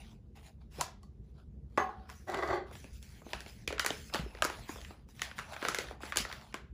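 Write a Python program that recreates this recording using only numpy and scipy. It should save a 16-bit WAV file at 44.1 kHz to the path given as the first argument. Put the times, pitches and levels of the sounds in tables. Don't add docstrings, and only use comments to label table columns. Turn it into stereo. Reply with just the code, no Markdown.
import sys
import numpy as np
from scipy import signal
from scipy.fft import rfft, irfft, next_fast_len
from scipy.io import wavfile
from scipy.ndimage import uniform_filter1d

SR = 44100
rng = np.random.default_rng(int(sys.argv[2]) if len(sys.argv) > 2 else 0)


def attenuation_scalar(level_db):
    decades = np.asarray(level_db, float) / 20
    return 10 ** decades


def generate_wav(sig):
    pcm = np.round(np.clip(np.atleast_2d(sig).T, -1, 1) * 32767).astype(np.int16)
    wavfile.write(sys.argv[1], SR, pcm)


N = 296793

# frequency in Hz, level in dB per Hz.
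RUMBLE = [(15, -46), (25, -31), (40, -9.5), (65, 2), (92, -10), (154, -9.5), (171, -17), (207, -9.5),
          (265, -22), (455, -25), (565, -33.5), (1380, -49), (16300, -64.5)]
RUMBLE_DB = -52
# frequency in Hz, likeness from 0 to 1.
RUMBLE_ALIKE = [(60, .991), (130, .92), (290, .8), (640, .2), (15000, .1)]

# frequency in Hz, level in dB per Hz.
FOIL = [(250, -38.5), (500, -20.5), (900, -7.5), (1500, 4), (3000, -1.5), (5000, 2), (8000, -15.5),
        (16000, -6)]
# start in seconds, length in seconds, level in dB,
# brightness in dB.
SETTLES = [(0, .13, -58.5, 0), (.36, 0.038, -61, 0.5), (.612, 0.007, -71, -3), (1.027, 0.011, -76, -3.5),
           (2.092, 0.24, -64, 8.5), (2.73, 0.18, -55, 3.5), (3.48, .17, -57.5, 3.5),
           (3.92, 0.026, -49.5, 4.5), (4.14, 0.019, -38, -2), (4.51, 0.16, -50, 0.5),
           (4.69, 0.228, -49.5, 3), (4.9, 0.13, -69.5, -1.5), (5.09, 0.024, -65, 5.5),
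           (5.24, 0.1, -56, -1.5), (5.37, 0.06, -53, 1.5), (5.65, 0.16, -44.5, -0.5),
           (5.8, 0.12, -50.5, -0.5), (6.17, 0.041, -37.5, 0.5), (6.29, 0.23, -51.5, -1),
           (6.55, 0.018, -68, -1)]
# start in seconds, length in seconds, level in dB, brightness in dB.
HOLDS = [(1.24, 0.072, -81, 2), (1.9, 0.21, -72, -6.5), (2.28, 0.27, -60, 3.5), (2.67, 0.049, -63.5, -4),
         (2.936, 0.042, -64.5, 7), (3.024, 0.18, -62, 4), (3.345, 0.13, -60, 1.5), (3.97, 0.13, -59, 7),
         (4.2, 0.27, -59.5, -1.5), (5.57, 0.045, -57, -1.5), (6.02, 0.085, -50.5, 1)]
# start in seconds, length in seconds, final level in dB,
# brightness in dB.
PULLS = [(.43, 0.047, -59, 2), (.716, 0.087, -48.5, 1.5), (1.35, 0.047, -69, -3), (1.7, 0.12, -59.5, 1),
         (3.25, 0.065, -53.5, 1.5), (5.15, 0.092, -50.5, 3), (5.46, 0.077, -48.5, -1.5),
         (5.6, 0.042, -49, -1.5)]
SAG_DB_PER_S, SWELL_DB_PER_S, ATTACK_DB_PER_S, RELEASE_DB_PER_S = 52.5, 177.5, 1492, 322
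LOW_DB, LOW_PER_BRIGHT, HIGH_DB = -0.5, -1.8, -4.5
TOP_DB, TOP_PER_BRIGHT = -11.5, 1.6

# time in seconds, pitch in Hz, level in dB.
GULP = [
    (.778, 303, -49),
    (.787, 447, -47.5),
    (.797, 745, -47),
    (.81, 900, -44.5),
    (.815, 1000, -62.5),
]
GULP_FLUTTER = 0.94
# start in seconds, level in dB, pitch in Hz,
# time to fall 60 dB in seconds.
THUDS = [(.785, -39.5, 149.5, 0.16), (1.78, -35, 343, 0.12), (2.499, -41, 111, 0.16),
         (2.602, -49, 278, 0.041), (2.85, -32.5, 230, 0.015), (2.921, -38.5, 67.3, 0.24),
         (3.265, -40, 290, 0.023), (3.905, -30, 280, 0.036), (4.151, -35.5, 220, 0.07),
         (4.195, -25.5, 166, 0.052), (4.201, -39.5, 57.9, 1), (4.235, -32.5, 210, 0.034),
         (4.262, -33.5, 382, 0.032), (4.695, -30.5, 293, 0.032), (5.69, -40.5, 200, 0.076),
         (6.201, -33, 224, 0.054)]
# start in seconds, level in dB, pitch in Hz,
# time to fall 60 dB in seconds.
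RIM = [
    (.785, -36.5, 370, 0.034),
    (.792, -36.5, 600, 0.033),
    (.799, -39, 850, .03),
    (0.806, -34, 1100, .03),
    (.814, -36, 950, .06),
    (1.032, -61, 1100, 0.11),
    (1.032, -66, 4470, 0.12),
    (1.032, -71, 1960, .08),
    (1.8, -65, 4550, 0.35),
]

# start in seconds, peak in dB, panel pitch in Hz,
# low knock in dB, sizzle in dB.
CRISP = [(.813, -20, 775, -30.5, -0.5), (2.712, -40.5, 730, 4, -7), (2.842, -39, 2600, 4, -3.5),
         (3.3323, -20, 2600, -11, -23), (3.405, -33.5, 1830, -5.5, 1.5), (3.676, -17, 2340, -6.5, -5),
         (3.726, -25, 1560, 6.5, -6.5), (3.795, -15, 1380, -14.5, -0.5), (3.847, -19.5, 1340, -0.5, -2.5),
         (3.862, -13.5, 1510, -12, 2), (4.138, -19.5, 3500, -13, -16.5), (4.145, -18.5, 1430, 0.5, -6),
         (4.385, -41, 1570, -13, -8), (4.422, -9, 1255, -33, -5.5), (4.449, -15, 1280, -2.5, -1.5),
         (4.499, -25, 1320, 0, -7.5), (5.088, -47.5, 1090, -13, -1.5), (5.194, -32.5, 1800, -19, -10.5),
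         (5.218, -16, 1830, -16, -2), (5.382, -30, 1520, -26, -6), (5.388, -22, 1355, -13, -7),
         (5.685, -14.5, 1440, -7, -1), (5.746, -18.5, 1530, -12, -1), (5.786, -18, 2030, -0.5, -1.5),
         (5.84, -36.5, 791, 4, -8), (6.159, -21, 1190, -5, -2), (6.326, -27, 1780, -9, -4),
         (6.542, -21.5, 1560, -2.5, -7)]
CRISP_PAN_DB = 0.9
# start in seconds, peak in dB, panel pitch in Hz,
# low knock in dB.
CATCH = [
    (.81, -20, 1083, -20),
]
DULL = [(1.775, -15, 1280, 3.5), (1.78, -19, 1100, 2), (2.099, -32.5, 1440, -29), (2.345, -21.5, 1150, 3.5),
        (2.753, -34.5, 1710, -6), (3.218, -46, 1210, 8), (3.264, -47, 844, 17), (3.462, -35.5, 2270, 2.5),
        (3.704, -30.5, 1150, 9.5), (4.098, -40, 1420, -1), (4.157, -23, 1210, -31), (4.758, -35, 1190, 2),
        (4.785, -40.5, 835, 1), (4.848, -32.5, 1840, -27), (5.395, -24.5, 1500, -15.5),
        (5.533, -29, 1510, -7), (5.626, -20.5, 1390, -0.5), (5.65, -16.5, 1520, -1), (5.91, -28, 754, -4),
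        (6.005, -34, 754, -18), (6.033, -28, 1400, 1), (6.122, -19.5, 1570, -12), (6.299, -30.5, 940, -18),
        (6.526, -41, 1660, -10)]
TICKS = [
    (1.031, -57.5, 4450, -11.5),
    (2.099, -49, 703, -20),
    (3.027, -48, 2470, -22.5),
    (4.443, -29.5, 1350, -34),
    (6.171, -18, 1630, -5.5),
]
LEFT = [(3.904, -24, 2970, 5), (5.313, -34, 1480, -10), (5.618, -31.5, 1440, -20.5)]
BELLIES = [(0.88, -38, 730, -22.5), (2.092, -36.5, 1260, -19), (3.333, -21.5, 730, -25),
           (4.423, -19.5, 560, -3.5), (3.796, -15.5, 3200, -36)]
GRIT = [(2.298, -37, 4040, -28), (2.3191, -40, 3970, -30), (2.344, -37, 4000, -30),
        (2.3725, -40.5, 4000, -30), (2.3914, -44, 4000, -30), (2.4184, -52, 4000, -30),
        (2.4607, -56, 4000, -30), (2.4758, -42, 3980, -30), (2.669, -66, 4000, -30)]
MUTED = [(3.781, -23.5, 1680, -29), (4.349, -37, 1830, 6), (4.372, -38, 1830, -12), (4.692, -28, 970, -1),
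         (4.907, -35.5, 1190, 3), (6.25, -23.5, 1330, -6), (6.314, -25.5, 1470, -34)]
MORE_POPS = [(2.683, -50, 800, -10), (3.274, -51, 800, -12), (3.291, -43, 1860, -15), (3.49, -45, 3000, -15.5),
             (4.19, -30, 2000, -9), (4.305, -48, 1590, -10), (4.814, -34.5, 2960, -15), (4.994, -53, 1090, -10),
             (5.171, -53, 4900, -20), (5.539, -33, 2090, -11), (5.564, -27, 1380, -12),
             (5.632, -25, 1010, -5.5), (5.885, -33.5, 1800, -19.5), (6.055, -32, 1710, -15),
             (6.062, -38, 2420, -15), (6.185, -19, 4470, -20.5), (6.412, -42, 2000, -15)]
# table, sizzle in dB, left over right in dB.
FAMILIES = [(MORE_POPS, -15.5, 1.2), (DULL, -16, 1.2), (TICKS, 11.4, 2.1), (LEFT, -34, 14.8), (CATCH, 6.1, 8.8),
            (BELLIES, -33.5, 1.2), (GRIT, 1, 2.8), (MUTED, -38.5, 1.2)]
NEIGHBOUR_DB, NEIGHBOUR_OCT = -6.5, .7

# frequency in Hz, time to fall 60 dB in seconds.
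KITCHEN = [(200, 0.59), (530, 0.3), (1390, 0.33), (3680, 0.31), (9700, 0.18)]

# pitch in Hz, level in dB, time to fall 60 dB in seconds.
LID_MODES = [(380, -23.5, 0.21), (443, -11, 0.087), (633, -31, 0.051), (755, -11, 0.39), (819, 5, 0.054),
             (1100, 8, 0.05), (1176, 2.5, 0.081), (1480, -5, 0.043), (1680, -1.5, 0.04), (1982, -7.5, 0.07),
             (4550, -32.5, 0.1), (6380, -20.5, 0.088), (14200, -26, 0.065)]
# start in seconds, level in dB, hardness in dB per octave.
LID_BLOWS = [
    (1.032, -68, -2),
    (1.778, -25.5, 0),
    (1.798, -33.5, 2.5),
    (1.89, -41, -6),
    (2.09, -57, -7.5),
]
RING_ROUGH = .032
# time in seconds, level in dB.
SLIDE = [(2.268, -54), (2.283, -38), (2.32, -40.5), (2.34, -36), (2.41, -41.5), (2.46, -38.5),
         (2.53, -33.5), (2.58, -42.5), (2.64, -64)]
# time in seconds, extra level in dB.
JUDDER = [(2.295, 4.5), (2.343, 8.5), (2.387, 11), (2.429, 12), (2.48, 4.5), (2.508, 6), (2.539, 6.5)]
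# pitch in Hz, width in Hz, level in dB.
DRAG = [(376.5, 54, 3), (464, 37, -0.5), (550, 110, -2), (790, 66, 2), (900, 57, -1.5), (1154, 107, -1.5),
        (1553, 114, -6), (2010, 130, -6), (3450, 520, -24), (4530, 320, -22.5), (5830, 400, -31),
        (7400, 500, -33)]

# centre in Hz, width in Hz, level in dB.
HOLLOWS = [(8550, 230, -17), (12150, 1000, -15), (16300, 2200, -29)]
# centre in Hz, width in Hz, level in dB.
GAPS = [(8510, 1000, -9.5), (12160, 1330, -21.5), (14700, 990, -1.5), (16300, 1400, -30)]
TOP_HZ = 16500
LEAD_S = 1 / SR
LEAD_TOP_HZ = 9900


def unit(x):
    return x / np.sqrt(np.mean(x ** 2) + 1e-20)


def along(points, hz):
    f, v = np.transpose(points)
    return np.interp(np.log(hz + 1), np.log(f + 1), v)


def curves(rows):
    s, *cols = np.transpose(rows)
    return [np.interp(np.arange(N) / SR, s, c, left=-150, right=-150) for c in cols]


def filtered(x, response):
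    n = x.shape[-1]
    m = next_fast_len(n + min(n, 4096))
    return irfft(rfft(x, m) * response(np.fft.rfftfreq(m, 1 / SR)), m)[..., :n]


def peak(f, hz, width_hz):
    return 1j * f * width_hz / (hz * hz - f * f + 1j * f * width_hz)


def notches(f, gaps):
    return attenuation_scalar(sum(db * np.exp(-((f - hz) / w * 2) ** 4) for hz, w, db in gaps))


def add(track, s, sound):
    start = round(s * SR)
    track[..., start:start + sound.shape[-1]] += sound


def rush(patchy_db, grain_rate=0, spread_db=0):
    raw = rng.standard_normal((2, N))
    hit, size = rng.random(N), rng.exponential(size=N)
    grain = (hit < grain_rate / SR) * attenuation_scalar(spread_db * np.minimum(size, 2.5) + 10.0)
    z = signal.stft(raw + grain * raw, nperseg=512)[2]
    field = rng.standard_normal(z.shape[1:])
    field = uniform_filter1d(field, size=6, axis=0)
    field = uniform_filter1d(field, size=8, axis=1)
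    patches = z * attenuation_scalar(patchy_db * unit(field))
    return unit(signal.istft(patches, nperseg=512)[1][:, :N])


def stereo(pair, gain, alike):
    def response(hz):
        turn = np.arccos(np.clip(along(alike, hz), -1, 1)) / 2
        return gain(hz) * np.array([np.cos(turn), np.sin(turn)])

    mid, side = filtered(pair, response)
    return unit(np.array([mid + side, mid - side]))


def appliance():
    noise = stereo(rush(patchy_db=2.0), lambda f: attenuation_scalar(along(RUMBLE, f)), RUMBLE_ALIKE)
    return attenuation_scalar(RUMBLE_DB) * noise


def strokes():
    t, gains = np.arange(0, N / SR + .01, .001), 0
    for rows, slope in [(SETTLES, -SAG_DB_PER_S), (HOLDS, 0), (PULLS, SWELL_DB_PER_S)]:
        s, length, db, bright_db = np.transpose(rows)[..., None]
        shape_db = db + slope * (np.clip(t - s, 0, length) - length * (slope > 0))
        shape_db = shape_db - ATTACK_DB_PER_S * np.maximum(s - t, 0)
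        shape_db = shape_db - RELEASE_DB_PER_S * np.maximum(t - s - length, 0)
        low_db = LOW_DB + LOW_PER_BRIGHT * bright_db
        top_db = TOP_DB + TOP_PER_BRIGHT * bright_db
        tone_db = np.array([0 * bright_db, low_db, HIGH_DB + bright_db, top_db])
        gains = gains + attenuation_scalar(shape_db + tone_db).sum(axis=1)
    return [np.interp(np.arange(N) / SR, t, g) for g in gains]


def rustle():
    pair = rush(patchy_db=3.5, grain_rate=700, spread_db=2.0)
    parts = [(2260, 2950), (600, 387), (8700, 5170), (13880, 7100)]
    alike = [(300, 0.18), (1000, 0.086), (5000, 0.7), (15000, 0.17)]
    out = 0
    for gain, (hz, w) in zip(strokes(), parts):
        out = out + gain * stereo(pair, lambda f: attenuation_scalar(along(FOIL, f)) * peak(f, hz, w) ** 2, alike)
    return out


def gulp():
    hz, db = curves(GULP)
    flutter = 1 + GULP_FLUTTER * unit(uniform_filter1d(rng.standard_normal(N), size=120))
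    return attenuation_scalar(db) * flutter * np.sin(2 * np.pi * np.cumsum(hz) / SR)


def thuds():
    out, t = np.zeros(N + SR), np.arange(SR // 2) / SR
    for s, db, hz, t60 in THUDS + RIM:
        soft_start = 1 - np.exp(-t * hz / 0.21)
        add(out, s, attenuation_scalar(db - 60 * t / t60) * np.sin(2 * np.pi * hz * t) * soft_start)
    return out[:N]


def one_snap(hz, knock_db, sizzle_db):
    t = np.arange(1024) / SR
    noise = rng.standard_normal((5, len(t)))
    other_hz = hz * 2 ** (NEIGHBOUR_OCT * rng.uniform(-1, 1))
    parts = [(-4, hz, 0.3 * hz, .0019), (0, hz, 1.93 * hz, .0018),
             (NEIGHBOUR_DB, other_hz, 0.24 * other_hz, .0022),
             (knock_db, 420, 560, .0035), (sizzle_db, 6000, 12000, .0015)]
    norm = lambda x: x / np.linalg.norm(x)
    snap, power = 0, lambda f: sum(attenuation_scalar(2 * g) * abs(peak(f, c, w)) ** 6 / w for g, c, w, _ in parts)
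    for n, (g, c, w, life) in zip(noise, parts):
        buckle = np.sqrt(t / life) * np.exp(-(t / life) ** 2)
        snap = snap + attenuation_scalar(g) * norm(filtered(n * buckle, lambda f: peak(f, c, w) ** 3))
    late = 1.0 * (np.arange(len(t)) == 130)
    push = np.linalg.norm(snap) * norm(filtered(late, lambda f: np.sqrt(power(f))))
    return snap, push


def snaps():
    out = np.zeros((3, N + SR))
    events = [(*row, CRISP_PAN_DB) for row in CRISP]
    for rows, *kind in FAMILIES:
        events += [(*row, *kind) for row in rows]
    for s, db, hz, knock_db, sizzle_db, pan_db in events:
        snap, push = one_snap(hz, knock_db, sizzle_db)
        sides = np.array([snap * attenuation_scalar(pan_db / 2), snap * attenuation_scalar(-pan_db / 2), push])
        add(out, s, attenuation_scalar(db + 7.5) * sides)
    return out[:, :N]


def kitchen(x, count=24):
    out, edge = np.zeros((2, N + SR)), np.linspace(0, N, count + 1).astype(int)
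    for a, b in zip(edge, edge[1:]):
        hz, t, z = signal.stft(rng.standard_normal((2, SR // 2)), SR, nperseg=256)
        decay = attenuation_scalar(-60 * t / along(KITCHEN, hz)[:, None])
        tail = signal.istft(z * decay, SR, nperseg=256)[1][:, :SR // 2]
        tail = tail + 0.13 * tail[::-1]
        tail = tail / np.linalg.norm(tail[0])
        add(out, a / SR + 0.001015, signal.fftconvolve(x[None, a:b], tail, axes=1))
    return out[:, :N]


def lid_landing():
    out, t = np.zeros(N + SR), np.arange(SR // 2) / SR
    for s, db, hard_db in LID_BLOWS:
        ring = 0
        for hz, mode_db, t60 in LID_MODES:
            level = mode_db + hard_db * np.log2(hz / 1000) + rng.normal(0, 1.4)
            wander = RING_ROUGH * np.cumsum(rng.standard_normal(len(t)))
            ring = ring + attenuation_scalar(level - 60 * t / t60) * np.sin(2 * np.pi * hz * t + wander)
        add(out, s, attenuation_scalar(db) * ring * (1 - np.exp(-t / 0.0021)))
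    return out[:N]


def lid_drag():
    t = np.arange(N) / SR
    slips_db = sum(db * np.exp(-((t - s) / 0.0071) ** 2) for s, db in JUDDER)
    grit = rush(patchy_db=0.75, grain_rate=600, spread_db=4)[0]
    grit = grit * attenuation_scalar(curves(SLIDE)[0] + slips_db - 3.5)
    body = lambda f: sum((-1) ** k * attenuation_scalar(db) * peak(f, hz, w) for k, (hz, w, db) in enumerate(DRAG))
    return attenuation_scalar(16.0) * filtered(grit, body)


def scene():
    steady = appliance() + rustle()
    crease = snaps()
    cap = lid_landing() + lid_drag()
    echo = attenuation_scalar(-4.0) * kitchen(crease[2] + attenuation_scalar(2.5) * cap)
    soft = filtered(echo + steady, lambda f: notches(f, HOLLOWS))
    return crease[:2] + cap * attenuation_scalar([[1.5], [-1.5]]) + thuds() + gulp() + soft


def roll_off(x):
    return signal.sosfilt(signal.butter(12, 16470, fs=SR, output="sos"), x)


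def record(dry):
    side = np.array([[1], [-1]])
    thin = lambda f: notches(f, GAPS) * (f < TOP_HZ)
    apart = lambda f: np.exp(1j * np.pi * np.minimum(f, LEAD_TOP_HZ) * LEAD_S * side)
    return roll_off(filtered(dry, lambda f: thin(f) * apart(f)))


dry = scene()
out = record(dry)
generate_wav(out)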